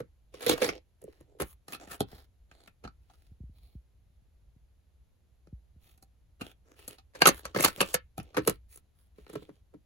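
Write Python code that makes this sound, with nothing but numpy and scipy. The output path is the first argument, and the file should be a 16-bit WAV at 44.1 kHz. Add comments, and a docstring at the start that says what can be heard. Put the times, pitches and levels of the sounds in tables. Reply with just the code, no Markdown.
"""A small, dead, quiet room. Close by, a tape cassette drops on the carpet; its hollow plastic case is
prised open, lifted and put down. The cassette is knocked and pressed in, the lid snaps shut, the case
is picked up. Each blow is an impulse plus chatter ringing the shell modes. Fingers and carpet rub in
grainy strokes; taps and flexing give falling thumps. A hand-held microphone rumbles over faint hiss."""
import sys
import numpy as np
from scipy import signal
from scipy.fft import rfft, irfft, next_fast_len
from scipy.io import wavfile
from scipy.ndimage import uniform_filter1d, map_coordinates

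SR = 44100
rng = np.random.default_rng(int(sys.argv[2]) if len(sys.argv) > 2 else 0)


def generate_wav(signal):
    """Clip the signal to [-1, 1] and save it as 16-bit WAV at the path in sys.argv[1]."""
    frames = np.transpose(np.atleast_2d(signal))
    scaled = np.clip(frames, -1, 1) * 32767
    pcm = np.round(scaled).astype(np.int16)
    wavfile.write(sys.argv[1], SR, pcm)


N = 434385

# hand sway: (time [s], relative level [dB])
SWAY = [(0.0, -66), (0.6, -61.5), (0.79, -71), (2.14, -58.5), (2.36, -67.5), (3.51, -58), (4.61, -66.5),
        (7.24, -63.5), (7.73, -56), (7.98, -60), (8.59, -58), (8.78, -65.5), (9.33, -61.5), (9.85, -63.5)]
# noise spectra: (frequency [Hz], relative density [dB])
RUMBLE_SPECTRUM = [(20, -15.5), (35, -15.5), (54, -1.5), (70, -5), (100, -14.5), (160, -26.5), (300, -44.5),
                   (600, -86)]
AIR_SPECTRUM = [(35, -29.5), (60, -2.5), (81, -10), (172, -21.5), (281, -27.5), (566, -31), (1140, -39.5),
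                (6900, -44.5), (8510, -55), (11000, -43), (16000, -58)]
# blows: (time [s], rattle [ms], relative level [dB], hardness [dB], weight [dB], contact mode [Hz])
DROP_BLOWS = [(.34, 3.9, -51, -2.5, 3.5, 380), (.418, 11, -43.5, 0, -3, 760), (.464, 2.2, -30, 2, 7, 460),
              (.495, 1.5, -24, 5.5, 1.5, 310), (.508, 8.2, -30.5, 0.5, 1, 310),
              (.526, 9.4, -34.5, -2, 5.5, 460), (.616, 6, -27, -2.5, 4, 500),
              (.642, 3.2, -29, -3, -2.5, 440), (.676, 6, -44, -2, 10.5, 311),
              (.69, 1.2, -30.5, -12.5, -2.5, 2180)]  # cassette lands, reels rattle
CLOSED_BLOWS = [(.001, 4.3, -48, -3, 16, 475), (1.018, 1.2, -73, 18, 16, 451),
                (1.04, 0.89, -76, 20.5, 32, 445), (1.208, 2.5, -67, 5.5, 17.5, 348),
                (1.399, 13, -33, 3, 1.5, 2960), (1.416, 7.7, -35, 7.5, 2, 755),
                (8.366, 8.7, -26.5, -4.5, -3.5, 332), (8.379, 3.1, -32, -8, 9, 318),
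                (8.464, 7.3, -51, -0.5, 14, 440), (8.4752, 1.8, -23, 8.5, 2, 456),
                (8.497, .8, -33, 13, -3, 656), (8.758, 3.6, -67.5, 24, 4.5, 1395),
                (8.775, 0.39, -58, 16, -10, 359), (9.183, 3.9, -64.5, -2, 16.5, 438),
                (9.266, .4, -58.5, -10, 4, 4220), (9.293, 9, -52.5, 2.5, 4, 402),
                (9.328, 11.4, -53, 5.5, 11, 334), (9.354, 3.2, -44, -5, 12, 408),
                (9.42, 6, -65, -4, 19, 300), (9.489, 6.1, -62.5, -8.5, 19.5, 280),
                (9.738, 4.2, -67.5, -6.5, 25.5, 290.6)]  # lid and catches
OPEN_BLOWS = [(1.681, 3.2, -47.5, 4, -3, 1820), (1.729, 7, -38, 4.5, -14, 2660),
              (1.747, 2.9, -41.5, 0.5, -10.5, 1760), (1.874, 2.1, -55.5, 0, 3, 1820),
              (1.909, 10.4, -44.5, 7, -8, 1820), (2.006, .5, -32, 2, 7, 3700),
              (2.129, .4, -63.5, -34, 17.5, 430), (2.514, 0.97, -56, -9, -5, 2600),
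              (2.675, 2.4, -53.5, 0.5, -4.5, 2480), (2.839, 2.4, -50, -12, 9, 780),
              (2.848, 3, -48, -16, 5, 800), (2.875, 1.7, -50, -15, -3, 1287),
              (3.098, 3.9, -61.5, -18, -13, 810), (3.136, 1.87, -66.5, -0.5, -5, 1310),
              (5.472, 0.54, -68.5, -6, 15, 572), (5.977, 1.37, -69.5, 11.5, -2.5, 758),
              (6.025, 2.5, -61, 10, 1, 780), (6.408, 11, -39, -3, 4, 2900),
              (6.878, 4.6, -47.5, 16.5, -2, 534), (6.983, 5.2, -54, -4, -17, 4080),
              (8.178, 3, -44, 4, 13, 802), (8.198, 2.8, -46, -6, 2, 2930), (8.231, 1, -70.5, 15.5, 5, 814),
              (8.345, 2.3, -46, -10, -4, 1170)]  # taps and hinge creaks
TRAY_BLOWS = [(7.149, 10, -48, -4, 0.5, 520), (7.2178, 3, -16.5, -6.5, -4, 2900),
              (7.256, 2, -15.5, -7, -6.5, 1220), (7.2685, 11.4, -16, 5.5, 0, 1240),
              (7.282, 11.3, -28, 9, -3.5, 610), (7.289, .8, -24.5, 1.5, 4.5, 330),
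              (7.451, 7.5, -37.5, -1.5, -2.5, 650), (7.546, 4.9, -39, -11, 8.5, 1530),
              (7.558, 8.2, -33.5, -14.5, 13.5, 370), (7.586, 2.7, -36, -15.5, -1, 370),
              (7.595, 4.7, -35, -4.5, 12, 350), (7.606, 3, -34.5, 9.5, 8, 2220),
              (7.623, 8.6, -34, 12.5, -7.5, 1070), (7.636, 7.7, -22.5, -3, -20, 2250),
              (7.644, 5.6, -20, 6.5, -2, 2250), (7.654, 6, -26.5, -5, -9, 777),
              (7.679, 3.6, -34, 2, -1.5, 1319), (7.769, 21, -52, 3, 15.5, 1750),
              (7.8045, 3.3, -24, -4, -8.5, 2600), (7.811, 2.5, -24.5, 3, 1.5, 2650),
              (7.823, 7.3, -34.5, -9, 6, 2840), (7.942, 2.4, -25, 6.5, -2, 500)]  # cassette hits the tray, is pressed home
# shell resonances (+) and dips (-): (frequency [Hz], width [Hz], gain [dB])
CASSETTE_MODES = [(312, 35, 6), (473, 55, 13), (940, 83, -8), (1150, 84, 4.5), (1520, 60, 2.5),
                  (2230, 70, 8.5), (3380, 100, 5)]
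CLOSED_MODES = [(141, 82, 8), (312, 37, 7), (442, 96, 10), (633, 37, 0), (1080, 70, 5), (1314, 75, 7),
                (2335, 45, 5.5), (2870, 24, 6.5), (4024, 130, 2)]
OPEN_MODES = [(137.2, 140, 11), (333, 26, 2), (534, 170, -4.5), (686, 58, 7), (789, 72, 12.5),
              (1020, 79, -3.5), (1292, 160, 13), (1790, 80, 5), (2506, 120, 7), (4200, 280, 4)]
TRAY_MODES = [(167, 64, 7.5), (338, 81, 3.5), (552, 98, 9), (708, 73, 3), (905, 80, 0), (1171, 290, 4.5),
              (1310, 34, 6.5), (2150, 98, 3.5), (2660, 78, 4), (3720, 28, 6), (4440, 140, 8),
              (6390, 91, 9.5), (7500, 70, 9)]  # cassette in its tray
# thud, knock, clack, snap, tick: (low [Hz], high [Hz], base t60 [s], stereo spread [0-1])
REGISTERS = [(94.2, 240, 0.11, 0), (243, 600, 0.016, .08), (674, 2140, 0.046, 0.5), (2300, 6300, 0.062, 1),
             (6800, 14000, 0.018, 0)]
# tone of a plain blow: (gain [dB]) per register
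CASSETTE_TONE = [-11, 3, -2, -1, -5]
CLOSED_TONE = [-8, 1.5, -1, -8.5, -8]
OPEN_TONE = [-2.5, -0.5, -2, -3.5, -5.5]
TRAY_TONE = [-10.5, -2, 0.5, -1.5, -2.5]
# a hard edge adds treble, a heavy push bass: (slope [dB/dB]) per register
HARDNESS_SLOPE = [0, 0, -.25, 0.088, 1]
WEIGHT_SLOPE = [1, 0.7, 0.082, 0, 0.21]
# rubbing: (start [s], end [s], relative level [dB], brightness [dB])
STROKES = [(.335, 0.414, -63, -4), (.408, 0.477, -48.5, 0.5), (.479, 0.53, -35, 0),
           (.548, 0.629, -50, -2.5), (.608, 0.703, -40, -1), (.705, .78, -58, -10),
           (1.014, 1.256, -75, -2.5), (1.242, 1.403, -88.5, -20.5), (1.437, 1.531, -68.5, 12),
           (1.701, 1.75, -53.5, 4), (1.755, 2.0, -68, -3), (1.812, 1.848, -58, -5.5),
           (1.9, 1.958, -51, 3.5), (2.075, 2.246, -64, 1), (2.507, 2.684, -71, -2), (3.009, 3.356, -80, 3),
           (3.538, 3.774, -77.5, 3.5), (5.811, 5.957, -73, 6), (6.414, 6.519, -60, -1.5),
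           (6.66, 6.764, -71, -5.5), (6.76, 6.967, -61.5, 1.5), (7.155, 7.206, -62.5, -3),
           (7.31, 7.412, -57, 5.5), (7.419, 7.53, -65, -5), (7.555, 7.701, -42, 4), (7.7, 7.826, -58.5, 3),
           (7.828, 7.924, -54, 4.5), (8.21, 8.354, -74, -8), (8.393, 8.563, -64, 3.5),
           (8.698, 8.79, -70.5, 13), (8.955, 9.08, -82, 8), (9.165, 9.28, -75, 0.5),
           (9.274, 9.472, -68, -1), (9.454, 9.6, -80.5, -1)]
# soft pushes: (time [s], relative level [dB])
FINGER_TAPS = [(1.024, -44), (1.042, -39.5), (1.079, -36.5), (1.35, -49.5), (1.369, -51), (1.399, -27.5),
               (2.007, -21)]  # fingertips and lid pops
CASE_FLEXES = [(1.414, -34), (2.842, -38), (3.316, -45), (3.404, -36), (3.436, -39.5), (3.494, -44.5),
               (3.752, -36.5), (4.097, -61.5), (4.219, -58.5), (4.562, -49), (5.527, -34), (5.762, -48)]  # case bends in the hand
# room decay: (frequency [Hz], t60 [s])
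ROOM_DECAY = [(150, 0.15), (700, 0.092), (2500, 0.16), (6000, 0.058), (15000, 0.037)]
# microphone ports, extra lag of left behind right: (frequency [Hz], phase [rad])
PORT_PHASE = [(120, 0), (260, -.7), (500, -1.6), (1000, -2.6), (2000, -4.3), (3500, -4.4), (6000, -1.8),
              (15000, -1.9)]
# microphone ports, left over right: (frequency [Hz], gain [dB])
PORT_TILT = [(150, 1), (300, 2), (500, -4.5), (1100, 1.5), (2000, 2), (4500, -5), (8000, 0.2),
             (15000, 0.36)]
# microphone response: (frequency [Hz], gain [dB])
MIC_RESPONSE = [(3000, 0), (4100, 0.5), (5300, -3.5), (7000, -0.5), (8500, -1.5), (10500, 1.5), (13000, -2),
                (15500, -1.5)]

TOP_HZ = 16300


def amp(db):
    """Decibels to gain."""
    return 10 ** (np.asarray(db) / 20)


def unit(x):
    """Scale to rms 1."""
    return x / np.sqrt(np.mean(x ** 2) + 1e-20)


def along(points, hz):
    """Interpolate (frequency [Hz], value) on a log axis."""
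    knots_hz, values = np.transpose(points)
    return np.interp(np.log(hz + 1), np.log(knots_hz + 1), values)


def wobble(rate_hz):
    """Smooth curve through random knots."""
    knots = rng.standard_normal(int(N * rate_hz / SR) + 4)
    return map_coordinates(knots, [np.arange(N) * rate_hz / SR])


def filtered(x, response):
    """Apply a complex frequency response."""
    n = x.shape[-1]
    size = next_fast_len(n + SR // 20)
    return irfft(rfft(x, size) * response(np.fft.rfftfreq(size, 1 / SR)), size)[..., :n]


def band(x, lo_hz, hi_hz):
    """Causal band-pass: low bands lag, as bending waves do."""
    sos = signal.butter(3, [lo_hz, min(hi_hz, TOP_HZ)], "band", fs=SR, output="sos")
    return signal.sosfilt(sos, x)


def stereo_noise(n, spread):
    """White noise; spread is the power share uncorrelated between channels."""
    noise = rng.standard_normal((3, n))
    return np.sqrt(1 - spread) * noise[0] + np.sqrt(spread) * noise[1:]


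def add(track, time_s, sound):
    """Mix in a stereo sound."""
    start = round(time_s * SR)
    sound = sound[:, max(-start, 0):]
    start = max(start, 0)
    track[:, start:start + sound.shape[1]] += sound[:, :max(N - start, 0)]


def hand_rumble(near, shake_db=-17, settle_s=.05, lump_db=4.5, steady_db=-70):
    """The hand-held microphone sways; knocks shake it in step with their bass."""
    pole = np.exp(-1 / (settle_s * SR))
    bass_power = signal.lfilter([1 - pole], [1, -pole], band(near.mean(0), 80, 310) ** 2)
    shake = amp(shake_db) * np.sqrt(np.abs(bass_power))
    rumble = unit(filtered(stereo_noise(N, spread=.021), lambda hz: amp(along(RUMBLE_SPECTRUM, hz))))
    sway_db = np.interp(np.arange(N) / SR, *np.transpose(SWAY)) - .5
    sway = amp(sway_db) * unit(amp(lump_db * wobble(25)))
    return rumble * np.sqrt(sway ** 2 + shake ** 2 + amp(steady_db) ** 2)


def room_air(level_db=-80.5):
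    """Faint hiss of a still room."""
    air = filtered(stereo_noise(N, spread=.68), lambda hz: amp(along(AIR_SPECTRUM, hz)))
    return amp(level_db) * air / np.std(band(air, 400, 16000))


def touch_modes(depth_db, width_ratio=.081, lo_hz=1100, hi_hz=13000, count=14):
    """Each contact point favours some high shell modes and misses others."""
    hz = lo_hz * (hi_hz / lo_hz) ** ((np.arange(count) + rng.random(count)) / count)
    lift_db = np.clip(rng.normal(0, depth_db, count), -12, 7)  # soft plastic never rings out
    return list(zip(hz, width_ratio * hz, lift_db))


def shell(x, modes):
    """The plastic shell filters x through its resonances and dips."""
    def response(hz):
        gain = 1
        for mode_hz, width_hz, db in modes:
            damping = 1j * hz * width_hz
            peak = 1 + (amp(abs(db)) - 1) * damping / (mode_hz ** 2 - hz ** 2 + damping)
            gain = gain * (peak if db > 0 else 1 / peak)
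        return gain
    return filtered(x, response)


def blows(table, modes, tone_db, t60_scale, strike_db, gain_db, colour_db, loss_db):
    """Plastic is struck: impulse, chatter of touching parts, two fading rebounds, shell decay."""
    rebound_s = .01
    lead_in_s, lead_in_db = .0063, -22  # faint noise swelling just before each hit
    spot_db, spot_width_ratio, spot_register_db = 8, .15, 2  # lift around the contact mode
    lead, energy_window = SR // 80, SR / 100
    track = np.zeros((2, N))
    t = (np.arange(SR // 7) - lead) / SR
    bounce = np.clip(t // rebound_s, 0, 2)
    for time_s, rattle_ms, level_db, hard_db, weight_db, spot_hz in table:
        rattle_s = rattle_ms / 1000
        rise = np.clip(t / (.37 * rattle_s + 1e-9), 0, 1)
        lead_in = amp(lead_in_db) * np.exp(-np.abs(t) / (lead_in_s + rattle_s / 2))
        grit = np.exp(.5 * unit(uniform_filter1d(rng.standard_normal(len(t)), size=40)))
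        chatter = (rise + lead_in) * grit
        drive = np.zeros((len(REGISTERS), 2, len(t)))
        for i, (_, _, t60_s, spread) in enumerate(REGISTERS):
            decay_db_per_s = -60 / (t60_s * t60_scale)
            first_db = decay_db_per_s * np.maximum(t - rattle_s, 0)
            rebound_db = decay_db_per_s * np.maximum(t - rebound_s * bounce - rattle_s, 0)
            fade = amp(np.maximum(first_db, rebound_db - loss_db * bounce))
            drive[i] = stereo_noise(len(t), spread) * chatter * fade
        drive[:, :, lead] += amp(strike_db) / (1 + rattle_ms ** 2 / 2)  # clean hits strike hardest
        excited = modes + touch_modes(colour_db) + [(spot_hz, spot_width_ratio * spot_hz, spot_db)]
        tilt_db = hard_db * np.array(HARDNESS_SLOPE) + weight_db * np.array(WEIGHT_SLOPE)
        levels_db = level_db + gain_db + np.array(tone_db) + tilt_db
        for ringing, (lo_hz, hi_hz, _, _), db in zip(shell(drive, excited), REGISTERS, levels_db):
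            nearness = np.exp(-2 * np.log(spot_hz / np.sqrt(lo_hz * hi_hz)) ** 2)
            gain = amp(db + spot_register_db * (nearness - .35)) * np.sqrt(energy_window / len(t))
            add(track, time_s - lead / SR, gain * unit(band(ringing, lo_hz, hi_hz)))
    return track


def rubbing(overhang_s=.016, slip_db=2, catch_db=11, catch_rate_hz=22, catch_s=.0015, open_s=(1.5, 6.6)):
    """Skin and carpet pile slide and catch on plastic; each stroke swells and fades in grainy spurts."""
    track = np.zeros((2, N))
    onsets = (rng.random(N) < catch_rate_hz / SR) * 1.
    catches = signal.lfilter([1], [1, -np.exp(-1 / (catch_s * SR))], onsets)
    grit = np.exp(.5 * wobble(3000))
    slip = amp(slip_db * unit(wobble(35) + wobble(220)))
    grains = grit * slip * (1 + amp(catch_db) * catches)
    # body, rasp, hiss: (low [Hz], high [Hz], stereo spread [0-1], gain [dB], brightness slope [dB/dB])
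    layers = [(254, 720, .054, -1.5, -.9), (780, 5800, .45, 0, 0), (7200, 16000, .1, -5, 1.1)]
    for start_s, end_s, level_db, bright_db in STROKES:
        spurts = grains[int((start_s - overhang_s) * SR):int((end_s + overhang_s) * SR)]
        pressure = np.abs(np.sin(np.linspace(0, np.pi, len(spurts)))) ** .9
        case_modes = OPEN_MODES if open_s[0] < start_s < open_s[1] else CLOSED_MODES
        hand_damped = [(hz, width_hz, db / 2) for hz, width_hz, db in case_modes]
        modes = hand_damped + touch_modes(depth_db=4, width_ratio=.16)
        for lo_hz, hi_hz, spread, layer_db, slope in layers:
            scratch = shell(stereo_noise(len(spurts), spread) * spurts, modes)
            gain = amp(level_db + layer_db + slope * bright_db)
            add(track, start_s - overhang_s, gain * unit(pressure * band(scratch, lo_hz, hi_hz)))
    return track


def thumps(table, start_hz, end_hz, glide_s, t60_s, gain_db, attack_s=.0073):
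    """A soft push bends the plastic sheet; higher waves arrive first, so the pitch falls."""
    track = np.zeros((2, N))
    t = np.arange(SR // 4) / SR
    hz = end_hz + (start_hz - end_hz) * np.exp(-t / glide_s)
    envelope = (1 - np.exp(-t / attack_s)) * amp(-60 * t / t60_s)
    thump = np.sin(2 * np.pi * np.cumsum(hz) / SR) * envelope
    for time_s, level_db in table:
        add(track, time_s, amp(level_db + gain_db) * np.array([thump, thump]))
    return track


def mic_ports(x, lag_ms=.21):
    """Sound reaches the right port first; the ports also differ in phase and colour."""
    side = np.array([[.5], [-.5]])

    def response(hz):
        lag_rad = 2 * np.pi * hz * lag_ms / 1000 + along(PORT_PHASE, hz)
        return np.exp(-1j * side * lag_rad) * amp(side * along(PORT_TILT, hz))
    return filtered(x, response)


def room_reverb(x, delay_s=.008):
    """Short tail of a carpeted room, different in each channel."""
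    hz, t, spectra = signal.stft(rng.standard_normal((2, SR // 3)), SR, nperseg=256)
    decay = amp(-60 * t / along(ROOM_DECAY, hz)[:, None])
    _, tail = signal.istft(spectra * decay, SR, nperseg=256)
    tail = np.pad(tail / np.linalg.norm(tail[0]), ((0, 0), (int(delay_s * SR), 0)))
    return signal.fftconvolve(x, tail, axes=1)[:, :N]


def scene():
    """Cassette, case and hands, close by in the quiet room."""
    drop = blows(DROP_BLOWS, CASSETTE_MODES, CASSETTE_TONE,
                 t60_scale=1.1, strike_db=27, gain_db=-1.5, colour_db=6, loss_db=24)
    drop *= amp([[-1], [1]])  # slightly right
    closed = blows(CLOSED_BLOWS, CLOSED_MODES, CLOSED_TONE,
                   t60_scale=1, strike_db=26.5, gain_db=-.5, colour_db=0, loss_db=19.5)
    opened = blows(OPEN_BLOWS, OPEN_MODES, OPEN_TONE,
                   t60_scale=.76, strike_db=23.5, gain_db=-1, colour_db=5, loss_db=11.5)
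    seating = blows(TRAY_BLOWS, TRAY_MODES, TRAY_TONE,
                    t60_scale=.71, strike_db=24.5, gain_db=-1, colour_db=5, loss_db=23)
    taps = thumps(FINGER_TAPS, start_hz=587, end_hz=197, glide_s=.0113, t60_s=.0347, gain_db=11)
    flexes = thumps(CASE_FLEXES, start_hz=340, end_hz=56, glide_s=.00547, t60_s=.16, gain_db=3)
    near = mic_ports(drop + closed + opened + seating + taps + rubbing())
    return near + amp(-15.5) * room_reverb(near) + flexes + hand_rumble(near) + room_air()


def record(dry):
    """Microphone treble colour, soft ceiling, band limit."""
    ceiling = .93
    coloured = filtered(dry, lambda hz: amp(along(MIC_RESPONSE, hz)))
    limited = coloured / (1 + (coloured / ceiling) ** 8) ** (1 / 8)
    return filtered(limited, lambda hz: 1 / (1 + (hz / TOP_HZ) ** 120))


dry = scene()
out = record(dry)
generate_wav(out)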